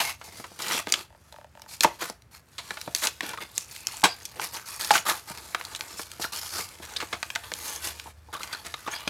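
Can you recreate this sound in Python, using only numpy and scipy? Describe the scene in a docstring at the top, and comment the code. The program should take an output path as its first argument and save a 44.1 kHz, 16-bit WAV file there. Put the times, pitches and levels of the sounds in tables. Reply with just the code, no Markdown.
"""Hands tear the cardboard backing off a toy car's blister pack, close to the microphone in a small room.
Ripping fibres and sliding fingers are random grains that drive card, plastic and torn edge; the thin blister
crackles and snaps in noise bursts at the pitch of each crease, and three times it buckles with a sagging hollow pop.
The card thuds, the toy taps inside, the strained plastic creaks and gives narrow tones through decaying resonances.
A wavering low hum, a rumble and a faint hiss of filtered noise lie underneath."""
import sys
import numpy as np
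from scipy import signal
from scipy.fft import rfft, irfft
from scipy.io import wavfile
from scipy.ndimage import uniform_filter1d

SR = 44100
rng = np.random.default_rng(int(sys.argv[2]) if len(sys.argv) > 2 else 0)


def put_to_file(sound):
    """Save the sound as 16-bit audio at rate SR, in the file named by the first command-line argument."""
    columns = np.atleast_2d(sound).T  # one column per channel
    safe = np.clip(columns, -1, 1)
    whole_steps = np.round(safe * 32767)
    wavfile.write(sys.argv[1], SR, whole_steps.astype(np.int16))


N = 400869
TIME = np.arange(N) / SR


def from_db(db):
    """Decibels to gain."""
    return np.exp(np.asarray(db) * (np.log(10) / 20))


def rms_one(x):
    """Scale to an rms of 1."""
    return x / np.sqrt(np.mean(x ** 2) + 1e-20)


def in_time(rows):
    """Each column of a curve, at every sample."""
    s, *columns = np.transpose(rows)
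    return [np.interp(TIME, s, c) for c in columns]


def at_hz(points, hz):
    """Read a table on a log-frequency axis."""
    f, value = np.transpose(points)
    return np.interp(np.log(np.maximum(hz, 1)), np.log(f), value)


def butter(x, hz, kind, order=2):
    """Causal low-, high- or band-pass."""
    sos = signal.butter(order, np.clip(hz, 10, .45 * SR), kind, fs=SR, output="sos")
    return signal.sosfilt(sos, x)


def colour(x, spectrum):
    """Give a signal a spectrum through a causal (minimum-phase) filter; rms 1."""
    size = 8192
    log_gain = np.log(from_db(at_hz(spectrum, np.fft.rfftfreq(size, 1 / SR))))
    # folding the cepstrum onto positive times makes the filter minimum-phase
    cepstrum = irfft(log_gain)
    cepstrum[1:size // 2] *= 2
    cepstrum[size // 2 + 1:] = 0
    impulse = irfft(np.exp(rfft(cepstrum)))
    return rms_one(signal.fftconvolve(x, impulse)[:N])


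def drift(rate):
    """Smooth chance with a spread near 1, taking a new value `rate` times a second."""
    values = rng.standard_normal(N // 40)
    return np.interp(TIME * rate, np.arange(len(values)), values)


def add(out, s, sound):
    """Mix a sound in at time s."""
    start = int(np.clip(round(s * SR), 0, N - 1))
    out[start:start + len(sound)] += sound[:N - start]


def ring(x, hz, t60):
    """A two-pole resonator: a unit click sets a decaying sine of height 1 ringing."""
    r, w = from_db(-60 / (t60 * SR)), 2 * np.pi * hz / SR
    return signal.lfilter([0, np.sin(w)], [1, -2 * r * np.cos(w), r * r], x + 1e-18)


def resonate(x, hz, width_hz):
    """One resonance, with a gain of 1 at its top."""
    r = np.exp(-np.pi * width_hz / SR)
    top = np.array([1, 0, -1]) * (1 - r * r) / 2
    return signal.lfilter(top, [1, -2 * r * np.cos(2 * np.pi * hz / SR), r * r], x + 1e-18)


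def background(low_hz=60, high_hz=100):
    """A wavering hum and a low handling rumble that rises and falls, under a faint hiss."""
    # the quiet room's air: (frequency [Hz], relative level per Hz [dB])
    air = [(30, -51), (55, 0), (75, 0), (110, 0), (170, -9), (300, -17), (1500, -21), (4000, -34.5),
           (10000, -40), (16000, -46)]
    # low handling rumble: (time [s], level [dB])
    rumble_levels = [(0, -55), (1, -89.5), (5, -66), (6.7, -57), (8.4, -66)]
    # the hum swells for a moment: (time [s], added level [dB])
    hum_swell = [(7.6, -2), (7.85, 17), (8.2, 10), (8.4, 3)]
    hum_hz, hum_db, air_db = 75.6, -67.5, -58.5   # hum level before the swell
    hum_gain = from_db(hum_db + in_time(hum_swell)[0] + 2 * drift(5.0))
    hum = np.sqrt(2) * np.sin(2 * np.pi * hum_hz * TIME) * hum_gain
    low_noise = rms_one(butter(rng.standard_normal(N), [low_hz, high_hz], "band", order=4))
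    rumble = from_db(in_time(rumble_levels)[0]) * low_noise
    hiss = from_db(air_db) * colour(rng.standard_normal(N), air)
    return hum + rumble + hiss


def narrow_tones(t60=0.019):
    """Fading noise keeps one mode of the wall sounding."""
    # narrow tones on the plastic: squeaks, and modes left ringing by a snap or pop:
    # (time [s], length [s], level [dB], pitch [Hz])
    tone_table = [(0.04, 0.095, -38.5, 2170), (3.74, 0.45, -56.5, 2560), (4.088, 0.068, -40.5, 4800),
                  (6.9626, 0.012, -30, 3600), (6.966, 0.0082, -30.5, 4870), (8.058, 0.036, -44.5, 895),
                  (8.285, .03, -51.5, 880), (8.913, 0.031, -41.5, 6560), (8.927, 0.097, -47, 3350),
                  (8.95, 0.038, -41, 4820)]
    out = np.zeros(N)
    for s, length, level_db, hz in tone_table:
        fade = np.sqrt(np.linspace(1, 0, int(length * SR)))
        mode = ring(rng.standard_normal(SR // 2)[:len(fade)], hz, t60)
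        add(out, s, from_db(level_db) * rms_one(fade * mode))
    return out


def creaks(tick_db=-13, mode_spread_db=5.0, uneven_db=4):
    """The strained blister slips a notch at a time; each slip ticks and plucks the wall's modes."""
    # slips come evenly or, as the strain eases, further apart:
    # (start [s], length [s], first gap [s], growth of each gap [ratio])
    creak_table = [(1.105, .055, .022, 1.0), (1.325, .135, .0173, 1.165), (1.5524, .12, .022, 1.0)]
    # level of a creak's slips before chance lowers each one: (level [dB])
    creak_levels = [-45, -37, -38]
    # what a creak rings with once settled: (frequency [Hz], typical level [dB], t60 [s])
    creak_modes = [(572, -4, 0.047), (880, -6.5, 0.044), (1400, -9.5, 0.0092), (2960, -11.5, 0.00487)]
    # a slip's ring starts higher by this share and sinks as the wall relaxes
    glide, glide_s = 1.48, 0.00097
    out, t = np.zeros(N), TIME[:SR // 10]
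    turns = 2 * np.pi * np.cumsum(1 + glide * np.exp(-t / glide_s)) / SR
    for (start, length, gap, growth), peak_db in zip(creak_table, creak_levels):
        delays = np.cumsum(np.r_[0, gap * growth ** np.arange(10)])
        for delay in delays[delays < length]:
            slip = np.zeros(len(t))
            for hz, level_db, t60 in creak_modes:
                mode_db = level_db + mode_spread_db * rng.standard_normal()
                slip += np.sin(hz * turns) * from_db(mode_db - 60 * t / t60)
            slip[0] += from_db(tick_db)
            add(out, start + delay, from_db(peak_db - uneven_db * rng.random()) * slip)
    return out


def taps(t60=0.023, upper_ratio=2.96, upper_db=-6, rattle=0.26, rattle_t60=0.023):
    """A tap rings one patch of wall and a weaker overtone, and rattles against it for a moment."""
    # the toy shifts and taps the blister: (time [s], peak level [dB], pitch of the patch [Hz])
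    tap_table = [(3.385, -26, 1200), (6.247, -22, 1400), (8.351, -26, 1100), (8.372, -30.5, 1260),
                 (8.406, -29.5, 1330), (8.53, -22.5, 1520), (8.548, -23.5, 1400), (8.741, -21, 1280),
                 (8.864, -28, 1200)]
    out, t = np.zeros(N), TIME[:SR // 10]
    for (s, peak_db, hz), chatter in zip(tap_table, rng.standard_normal((len(tap_table), len(t)))):
        force = rattle * chatter * from_db(-60 * t / rattle_t60)
        force[0] = 1
        overtone = from_db(upper_db) * ring(force, upper_ratio * hz, t60 / 2)
        tap = ring(force, hz, t60) + overtone
        add(out, s, from_db(peak_db) * tap / np.abs(tap).max())
    return out


def thump(shake, crack=0.43, low_hz=150, high_hz=800, t60=0.045):
    """A jolt and a short shudder of the card; rms 1."""
    push = shake * from_db(-60 * TIME[:len(shake)] / t60)
    push[0] += 2 * crack
    return rms_one(butter(push, [low_hz, high_hz], "band"))


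def thuds():
    """Low thuds: each jolt sets the card shuddering in a low band of noise."""
    # low thuds of the card, alone or under a strong snap or pop:
    # (time [s], level as energy spread over 5 ms [dB])
    thud_table = [(0.278, -45.5), (0.398, -37), (0.516, -45), (0.746, -32), (0.8706, -30), (1.8461, -13),
                  (2.021, -30.5), (2.099, -34), (2.708, -38.5), (2.8763, -29.5), (3.231, -33.5),
                  (4.047, -21.5), (5.305, -36.5), (5.5471, -43), (5.9962, -42), (6.197, -33), (6.8, -42),
                  (7.027, -33.5), (7.1301, -33.5), (7.518, -36), (8.8761, -31), (9.0756, -27.5)]
    out, size = np.zeros(N), SR // 6
    unit = np.sqrt(.005 * SR / size)   # rms over the burst to energy over 5 ms
    for (s, level_db), shake in zip(thud_table, rng.standard_normal((len(thud_table), size))):
        add(out, s, unit * from_db(level_db) * thump(shake))
    return out


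def buckles(sag=0.12, settle_s=0.0035, rise_s=0.00047, thud_hz=225, thud_db=-17, thud_t60=0.021):
    """The flipped wall swings, its pitch sagging as the tension goes; the whole pack jolts."""
    # a wall of the blister flips over:
    # (time [s], level before the onset's rise [dB], middle of the sagging pitch [Hz], t60 [s])
    buckle_table = [(1.8466, 1, 916, 0.027), (4.033, -15, 880, 0.022), (4.0388, -10, 832, 0.048),
                    (4.9071, -2, 876, 0.042)]
    out, t = np.zeros(N), TIME[:SR // 4]
    for s, peak_db, hz, t60 in buckle_table:
        pitch = hz * (1 + sag * (np.exp(-t / settle_s) - .5))
        swing = np.sin(2 * np.pi * np.cumsum(pitch) / SR) * from_db(-60 * t / t60)
        jolt = np.sin(2 * np.pi * thud_hz * t) * from_db(thud_db - 60 * t / thud_t60)
        add(out, s, from_db(peak_db) * (swing + jolt) * (1 - np.exp(-t / rise_s)))
    return out


def wall_modes(force, hz, draws, spread=0.701, cycles=26):
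    """The wall around a crease has a handful of modes scattered about its pitch, dying within some cycles."""
    pitches = np.minimum(hz * np.exp(spread * draws), 14000)
    total = np.zeros(len(force))
    for f, d in zip(pitches, draws):
        mode = rms_one(np.gradient(ring(force, f, cycles / f)))
        total += mode * np.exp(-d * d / 2)   # weaker away from the crease's pitch
    return rms_one(total)


def snaps(crack=2.84, width=1.345, swell=0.0052, top_hz=14000, hard_db=-16, hardness=0.032,
          modes_db=-2.0, split_db=-19, count=5):
    """A crease jumps with one sharp crack, flutters at its own pitch and shakes the card behind it."""
    # the blister snaps at a crease:
    # (time [s], level of the crease's sound as energy spread over 5 ms [dB], pitch [Hz], t60 of the flutter [s])
    snap_table = [(0.003, -25, 3320, 0.092), (0.214, -37.5, 930, 0.054), (0.4418, -33.5, 895, 0.062),
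                  (0.62, -30, 5100, 0.068), (0.683, -29, 4500, .04), (0.7106, -28, 1340, 0.076),
                  (0.733, -24.5, 3350, 0.18), (0.747, -32, 1400, 0.027), (0.8715, -30.5, 1550, 0.012),
                  (0.923, -11.5, 4560, 0.0096), (0.9394, -17, 2600, 0.02), (1.8076, -14, 3940, 0.012),
                  (1.8339, -17.5, 5800, 0.034), (1.8347, -18, 1500, 0.078), (1.8462, -16, 1870, 0.021),
                  (2.023, -28, 1060, 0.046), (2.099, -34, 4830, 0.014), (2.582, -30.5, 3050, 0.11),
                  (2.586, -34, 1260, 0.097), (2.707, -27, 1500, 0.028), (2.7716, -33, 1340, 0.053),
                  (2.877, -38, 940, 0.039), (2.949, -18.5, 4280, 0.014), (3.071, -18.5, 3260, 0.024),
                  (3.2075, -24, 1610, 0.018), (3.2315, -36, 2130, 0.056), (3.3346, -30.5, 906, 0.074),
                  (3.375, -33.5, 1170, 0.034), (3.5794, -19, 5700, 0.011), (3.87, -21, 5000, 0.012),
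                  (4.038, -8, 1100, 0.1), (4.038, -11.5, 4160, 0.11), (4.0559, -19, 1680, 0.013),
                  (4.2533, -30.5, 5360, 0.038), (4.397, -26.5, 1100, 0.018), (4.847, -28.5, 5100, 0.02),
                  (4.907, -10, 1280, 0.026), (4.9138, -19.5, 4130, 0.035), (4.9376, -20, 1890, 0.14),
                  (4.953, -14, 1290, 0.066), (4.9783, -22.5, 2220, 0.027), (5.5475, -20, 1450, 0.024),
                  (5.612, -31.5, 1120, 0.016), (5.651, -33.5, 4380, 0.012), (5.7498, -30, 2770, 0.02),
                  (5.761, -33, 4530, 0.036), (5.809, -27.5, 2300, 0.01), (5.9942, -31, 953, 0.041),
                  (6.223, -29, 4030, 0.041), (6.2424, -27.5, 1330, 0.029), (6.9656, -30, 3660, 0.037),
                  (7.003, -27, 1800, 0.065), (7.016, -32, 1970, 0.02), (7.026, -30, 900, 0.054),
                  (7.1282, -23, 1410, 0.093), (7.2289, -24.5, 1610, 0.02), (7.303, -29, 2240, 0.019),
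                  (7.352, -30, 3060, 0.042), (7.3591, -22, 1460, 0.013), (7.518, -30, 1920, 0.023),
                  (7.5381, -28, 4440, 0.004), (7.9985, -33.5, 2320, 0.011), (8.4324, -31.5, 2970, 0.017),
                  (8.5282, -30.5, 3550, 0.077), (8.7407, -32, 1890, 0.03), (8.8754, -26.5, 1000, 0.13),
                  (9.0768, -22.5, 2550, 0.031)]
    # a snap shakes the card, less so from a small, high crease
    thump_db, thump_db_per_octave, thump_at_hz = -22, -2.5, 1500
    out, t = np.zeros(N), TIME[:SR // 6]
    unit = np.sqrt(.005 * SR / len(t))   # rms over the burst to energy over 5 ms
    scatter = np.linspace(-1, 1, count) + rng.uniform(-0.94, 1, (len(snap_table), count)) / count
    noises = rng.standard_normal((len(snap_table), 2, len(t)))
    band = max(width, 1.1)
    for (s, snap_db, hz, t60), draws, (flutter, shake) in zip(snap_table, scatter, noises):
        # a long crumple takes longer to get going than a short snap
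        force = flutter * from_db(-60 * t / t60) * (1 - np.exp(-t / (swell * t60)))
        force[0] += 2 * crack
        crease = butter(force, [hz / band, hz * band], "band", order=1)
        crease = butter(crease, hz / 2.34, "high")
        # harder snaps reach further into the treble
        reach_hz = top_hz * from_db(hardness * min(snap_db - hard_db, 0))
        crease = butter(crease, max(reach_hz, 2 * hz), "low")
        crease = rms_one(crease) + from_db(modes_db) * wall_modes(force, hz, draws)
        # the first instant is bright at any pitch
        crease += from_db(split_db) * rms_one(butter(force, top_hz / 2, "high"))
        card_db = thump_db + thump_db_per_octave * np.log2(hz / thump_at_hz)
        card = from_db(card_db) * thump(shake)
        add(out, s, unit * from_db(snap_db) * (rms_one(crease) + card))
    return out


def ticks(rub_gain, low_hz=1800, high_hz=9000, t60=0.012, crack=0.85, spread_db=4):
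    """Dry, wide ticks with hardly any ring: a few clear ones and a scatter that follows the rubbing."""
    # a single strand or spot of glue lets go: (time [s], level as energy spread over 5 ms [dB])
    tick_table = [(0.59, -39), (1.325, -45), (1.619, -41.5), (2.221, -53.5), (2.814, -32), (2.962, -29),
                  (3.292, -33), (3.423, -42), (3.763, -36.5), (4.019, -39), (5.375, -38.5), (6.016, -43),
                  (6.032, -41), (6.1163, -37), (6.353, -35), (6.461, -39), (6.644, -41), (6.689, -43)]
    strays_per_s, stray_db = 30, 0   # lesser ticks come by chance, level relative to the rubbing
    out, t = np.zeros(N), TIME[:SR // 50]
    strays = []
    for i in np.flatnonzero(rng.random(N) < strays_per_s / SR):
        chance_db = spread_db * np.clip(rng.standard_normal(), -2, 1)
        strays.append((i / SR, 20 * np.log10(rub_gain[i]) + stray_db + chance_db))
    for s, level_db in tick_table + strays:
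        force = rng.standard_normal(len(t)) * from_db(-60 * t / t60)
        force[0] += 2 * crack
        tick = rms_one(butter(butter(force, low_hz, "high"), high_hz, "low"))
        add(out, s, .5 * from_db(level_db) * tick)   # half: rms over 20 ms to energy over 5 ms
    return out


def blocks(x):
    """Cut the rubbing into even 0.12 s blocks, each with time to ring out: (s, sound)."""
    size = int(.12 * SR)
    return [(i / SR, np.pad(x[i:i + size], (0, size // 3))) for i in range(0, N, size)]


def grains(spread_db, per_s):
    """Tiny breaks and slips at random moments: many small ones, a few large; even mean power."""
    sizes = from_db(spread_db * np.minimum(rng.exponential(1, N), 5.5))
    clicks = sizes * rng.choice([-1, 1], N) * (rng.random(N) < per_s / SR)
    power = np.maximum(uniform_filter1d(clicks ** 2, size=1500), 0)
    return clicks / np.sqrt(power + 1e-6)


def facets(clicks, patchy_db=5.0, cycles=18, count=24):
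    """Each grain rings a small facet of its own size; pitches are drawn afresh in each block; rms 1."""
    out = np.zeros(N)
    for s, block in blocks(clicks):
        # facets spread at random from 800 to 14000 Hz
        pitches = 800 * (14000 / 800) ** ((np.arange(count) + rng.random(count)) / count)
        gains = from_db(patchy_db * np.minimum(rng.standard_normal(count), 1))
        dealt = rng.integers(0, count, len(block))   # which facet each grain strikes
        for k, hz in enumerate(pitches):
            add(out, s, gains[k] * ring(block * (dealt == k), hz, cycles / hz))
    return rms_one(np.diff(out, prepend=0))


def flap(rub, ring_db=-3, quality=0.84):
    """The free flap gives the rubbing a broad resonance that moves as the tear goes on; rms 1."""
    # the loose flap's pitch, set by how much of it is free: (time [s], pitch [Hz])
    flap_pitch = [(0, 2660), (.7, 2350), (2.0, 1100), (3.0, 2820), (4.4, 1400), (5.1, 1166), (7.7, 1780),
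                  (8.4, 1400), (8.95, 2030)]
    out = np.zeros(N)
    for s, block in blocks(rub):
        hz = np.interp(s, *np.transpose(flap_pitch))
        add(out, s, resonate(block, hz, hz / quality))
    return rms_one(rub + from_db(ring_db) * out)


def free_walls(x, ring_db=-4, width_hz=110, patchy_db=5.0, count=14):
    """Rubbing sets narrow modes of the plastic singing; pitches are drawn afresh in each block."""
    out = np.zeros(N)
    for s, block in blocks(x):
        # modes spread at random from 1150 to 7500 Hz
        pitches = 1150 * (7500 / 1150) ** ((np.arange(count) + rng.random(count)) / count)
        gains = from_db(ring_db + patchy_db * np.minimum(rng.standard_normal(count), 2))
        for hz, gain in zip(pitches, gains):
            add(out, s, gain * resonate(block, hz, width_hz))
    return (x + out) / np.sqrt(1 + from_db(ring_db))


def envelope(length, attack_s, release_db_per_s):
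    """Quick attack, hold, then an even fall in dB."""
    t = TIME[:SR // 2]
    return np.clip(t / attack_s, 0, 1) * from_db(-release_db_per_s * np.maximum(t - length, 0))


def jerks(size, per_s=110, fade_s=0.0044, depth=0.45):
    """A rip advances in uneven jerks: fibres give in a bundle, then fade until the next; mean power 1."""
    starts = np.cumsum(rng.uniform(.3, 1.7, size // 100)) / per_s
    t = TIME[:size]
    last = np.searchsorted(starts, t)   # the latest jerk at each sample
    since = t - np.r_[0, starts][last]
    power = rng.uniform(0.62, 1.6, len(starts) + 1)[last] * np.exp(-since / fade_s)
    share = np.clip(depth, 0, 1)
    return np.sqrt(1 - share + share * power / power.mean())


def effort():
    """Gains of rubbing, fibre crackle and card flexing: a rip builds until the card gives, a slide holds."""
    # the card rips: (start [s], length [s], level of the rubbing once the pull has built up [dB],
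    # fibre crackle relative to it [dB], card flexing relative to it [dB])
    rip_table = [(0.59, 0.19, -31.5, -1.5, -8), (1.677, 0.068, -52, 9, -10),
                 (1.812, 0.022, -42.5, 10.5, -2), (1.987, 0.06, -38, -1.5, -6.5),
                 (2.308, 0.056, -55, 4, -17), (3.016, 0.04, -28.5, 2.5, -8),
                 (4.402, 0.045, -36.5, 2.5, -10), (4.52, 0.046, -38.5, 2, -7.5), (4.924, 0.039, -32, 8, -2),
                 (5.05, 0.053, -27.5, 1.5, -10), (5.963, 0.057, -49, 12, -16),
                 (6.194, 0.046, -42.5, 7.5, -23), (6.52, 0.081, -37.5, 2.5, -5.5),
                 (7.529, 0.23, -43, 6.5, -7.5), (7.815, 0.062, -39.5, 5.5, -6),
                 (8.389, 0.057, -43, 0.5, -7)]
    # fingers and loose card slide over the pack: (start [s], length [s], level of the rubbing [dB],
    # fibre crackle relative to it [dB], card flexing relative to it [dB])
    slide_table = [(0, 0.0021, -21.5, -2.5, -16), (0.021, 0.04, -35, 2.5, -19),
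                   (0.07, 0.034, -38, 1.5, -15), (0.239, 0.036, -52.5, 7.5, -1.5),
                   (.32, 0.086, -53.5, 4.5, -1.5), (.88, 0.13, -43.5, -1.5, -6.5),
                   (2.05, 0.047, -48, 3, -19), (2.947, 0.09, -45.5, 10, -20),
                   (3.221, 0.091, -41.5, -3.5, -5.5), (3.402, 0.026, -38, -11, -6),
                   (3.55, 0.063, -55, 12.5, -20), (3.709, 0.1, -56.5, 11.5, -32),
                   (3.875, 0.11, -48.5, 5, -22), (4.35, 0.071, -56, -18, 8), (4.656, 0.11, -51, 10.5, -14),
                   (4.792, 0.098, -39, 5, -11), (5.13, 0.057, -48, 3, -6), (5.272, 0.047, -44.5, 1, -9),
                   (5.34, 0.42, -50.5, 0.5, -6), (5.79, 0.18, -51, 2.5, -3.5), (6.32, 0.056, -45, 9.5, -6),
                   (6.41, 0.23, -49.5, 9, -13), (6.823, 0.029, -42.5, -1, -8),
                   (6.87, 0.17, -48.5, -2.5, -6.5), (7.43, 0.018, -45, -5, -19),
                   (8.326, 0.018, -39.5, -5.5, -7.5), (8.904, 0.042, -41.5, -2.5, -11),
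                   (8.47, .11, -49, -7, -16), (8.645, 0.028, -40, -4, -7.5), (8.96, 0.14, -47.5, -9, -15)]
    # faint rustle of the pack shifting in the hands: (time [s], level [dB])
    hold = [(0, -80), (.2, -64), (.3, -57), (1.0, -57), (1.12, -76.5), (1.33, -65.5), (1.5, -76),
            (1.62, -67.5), (1.95, -59), (2.28, -83), (2.43, -78), (2.5, -67.5), (2.7, -52), (3.15, -59.5),
            (4.2, -56), (5.2, -58), (8.09, -53.5), (8.14, -72), (8.3, -68), (8.4, -56.5), (9.09, -55.5)]
    hold_fibre_db, hold_flex_db = 3.5, -4.5   # relative to the rustle
    build_db, peak_share = 9.5, 0.59   # the pull grows by this much, over this share of the rip
    hold_parts_db = np.array([[0], [hold_fibre_db], [hold_flex_db]])
    powers = from_db(in_time(hold)[0] + hold_parts_db) ** 2
    shapes = []
    for _, length, *_ in rip_table:
        pull = from_db(build_db * np.minimum(TIME[:SR // 2] / (peak_share * length) - 1, 0))
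        shapes.append(envelope(length, attack_s=0.0061, release_db_per_s=384) * jerks(SR // 2) * pull)
    for _, length, *_ in slide_table:
        shapes.append(envelope(length, attack_s=0.0043, release_db_per_s=385))
    for (start, _, level_db, fibre_db, flex_db), shape in zip(rip_table + slide_table, shapes):
        for power, part_db in zip(powers, (0, fibre_db, flex_db)):
            add(power, start, (from_db(level_db + part_db) * shape) ** 2)
    return np.sqrt(powers)


def strokes(grains_per_s=5000, facet_share=1.41, facet_unevenness=0.72, clump_db=2.5, clumps_per_s=260,
            catch_db=1.45, catches_per_s=45, friction=0.59, slide_hz=7000, slide_db=-10):
    """Fibres let go in clumps, driving card, surface and torn edge; sliding skin adds a smooth high hiss."""
    # how unevenly the fibres give way, low when fingers only slide: (time [s], spread of grain sizes [dB])
    grain_spread = [(0, -2), (.75, 5), (1.1, 1), (3.05, 3.5), (3.8, 7), (4.85, 5), (5.1, 2.5), (6.3, 3.5),
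                    (7.7, 0), (9.0, 5.5)]
    # colour of the flexing card: (frequency [Hz], relative level per Hz [dB])
    flex_colour = [(70, -26), (150, -5.5), (550, -0.5), (850, -6), (1500, -48.5)]
    # colour of the rubbed surface ahead of the flap: (frequency [Hz], relative level per Hz [dB])
    rub_colour = [(350, -28.5), (600, 4.5), (850, 4), (1400, -4), (2700, -6.5), (3600, -7), (6000, -38.5)]
    # colour of the fibres at the torn edge: (frequency [Hz], relative level per Hz [dB])
    fibre_colour = [(1500, -53), (2500, -12.5), (3400, -13.5), (4500, -2), (8000, -4.5), (11000, -5),
                    (14000, -9), (16000, -22)]
    rub_gain, fibre_gain, flex_gain = effort()
    spread_db, = in_time(grain_spread)
    clumps = from_db(clump_db * drift(clumps_per_s) + catch_db * drift(catches_per_s))
    pull = clumps * (grains(spread_db, grains_per_s) + friction * rng.standard_normal(N))
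    facet_grains = grains(facet_unevenness * spread_db, 2 * grains_per_s)
    force = pull + clumps * facet_share * facets(facet_grains)
    skin = butter(colour(rng.standard_normal(N), fibre_colour), slide_hz, "high")
    slide = from_db(slide_db) * rms_one(skin)
    flex = flex_gain * colour(pull, flex_colour)
    rub = rub_gain * flap(colour(force, rub_colour))
    fibre = fibre_gain * rms_one(colour(force, fibre_colour) + slide)
    return flex + rub + fibre + ticks(rub_gain)


def shell(x, ring_db=-7):
    """Snaps, thuds and rubbing set the pack's hollow ringing."""
    # hollow of the blister and its card: (frequency [Hz], level relative to the other modes [dB], t60 [s])
    shell_modes = [(344.2, 5, 0.12), (690.4, 7.5, 0.12), (884, -2, 0.036), (1100, -6.5, 0.1),
                   (1450, -3.5, 0.034), (2680, -2.5, 0.3), (4080, -8, 0.017)]
    out = np.zeros(N)
    for hz, level_db, t60 in shell_modes:
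        r, w = from_db(-60 / (t60 * SR)), 2 * np.pi * hz / SR
        top = np.array([1, 0, -1]) * (1 - r * r) / 2
        mode = signal.lfilter(top, [1, -2 * r * np.cos(w), r * r], x + 1e-18)
        out += from_db(level_db) * mode
    return x + from_db(ring_db) * out


def room(x, wet_db=-16.0, first_wall_s=0.00038):
    """A diffuse tail builds up until the first wall's delay and dies at its own pace in each band."""
    # the small room's ring: (frequency [Hz], t60 [s])
    room_t60 = [(300, 0.22), (1400, 0.22), (4000, 0.24), (12000, 0.077)]
    t, edges = TIME[:SR // 2], np.geomspace(100, 16000, num=8)
    tail = np.zeros(len(t))
    for low, high in zip(edges, edges[1:]):
        t60 = at_hz(room_t60, np.sqrt(low * high))
        tail += butter(rng.standard_normal(len(t)), [low, high], "band") * from_db(-60 * t / t60)
    tail = tail * np.minimum(t / first_wall_s, 1) ** 2
    return x + from_db(wet_db) * signal.fftconvolve(x, tail / np.linalg.norm(tail))[:N]


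def microphone(x, air_hz=12000, air_db=-8):
    """The microphone lifts the very top a little."""
    return x + from_db(air_db) * butter(x, air_hz, "high", order=1)


def scene():
    """The pack in the hands, in the room."""
    shaken = snaps() + thuds() + free_walls(strokes())
    pack = shell(shaken) + buckles() + taps() + creaks() + narrow_tones()
    return (room(pack) + background())[None]


def record(dry, ceiling=0.46, low_cut_hz=42, cutoff_hz=16200):
    """The loudest pops are rounded off, the deepest bass is lost, the top is cut."""
    picked_up = microphone(dry)
    rounded = picked_up / (1 + (picked_up / ceiling) ** 4) ** (1 / 4)
    heard = butter(rounded, low_cut_hz, "high", order=3)
    top_cut = signal.ellip(10, .1, 80, cutoff_hz, fs=SR, output="sos")
    return signal.sosfilt(top_cut, heard)


dry = scene()
out = record(dry)
put_to_file(out)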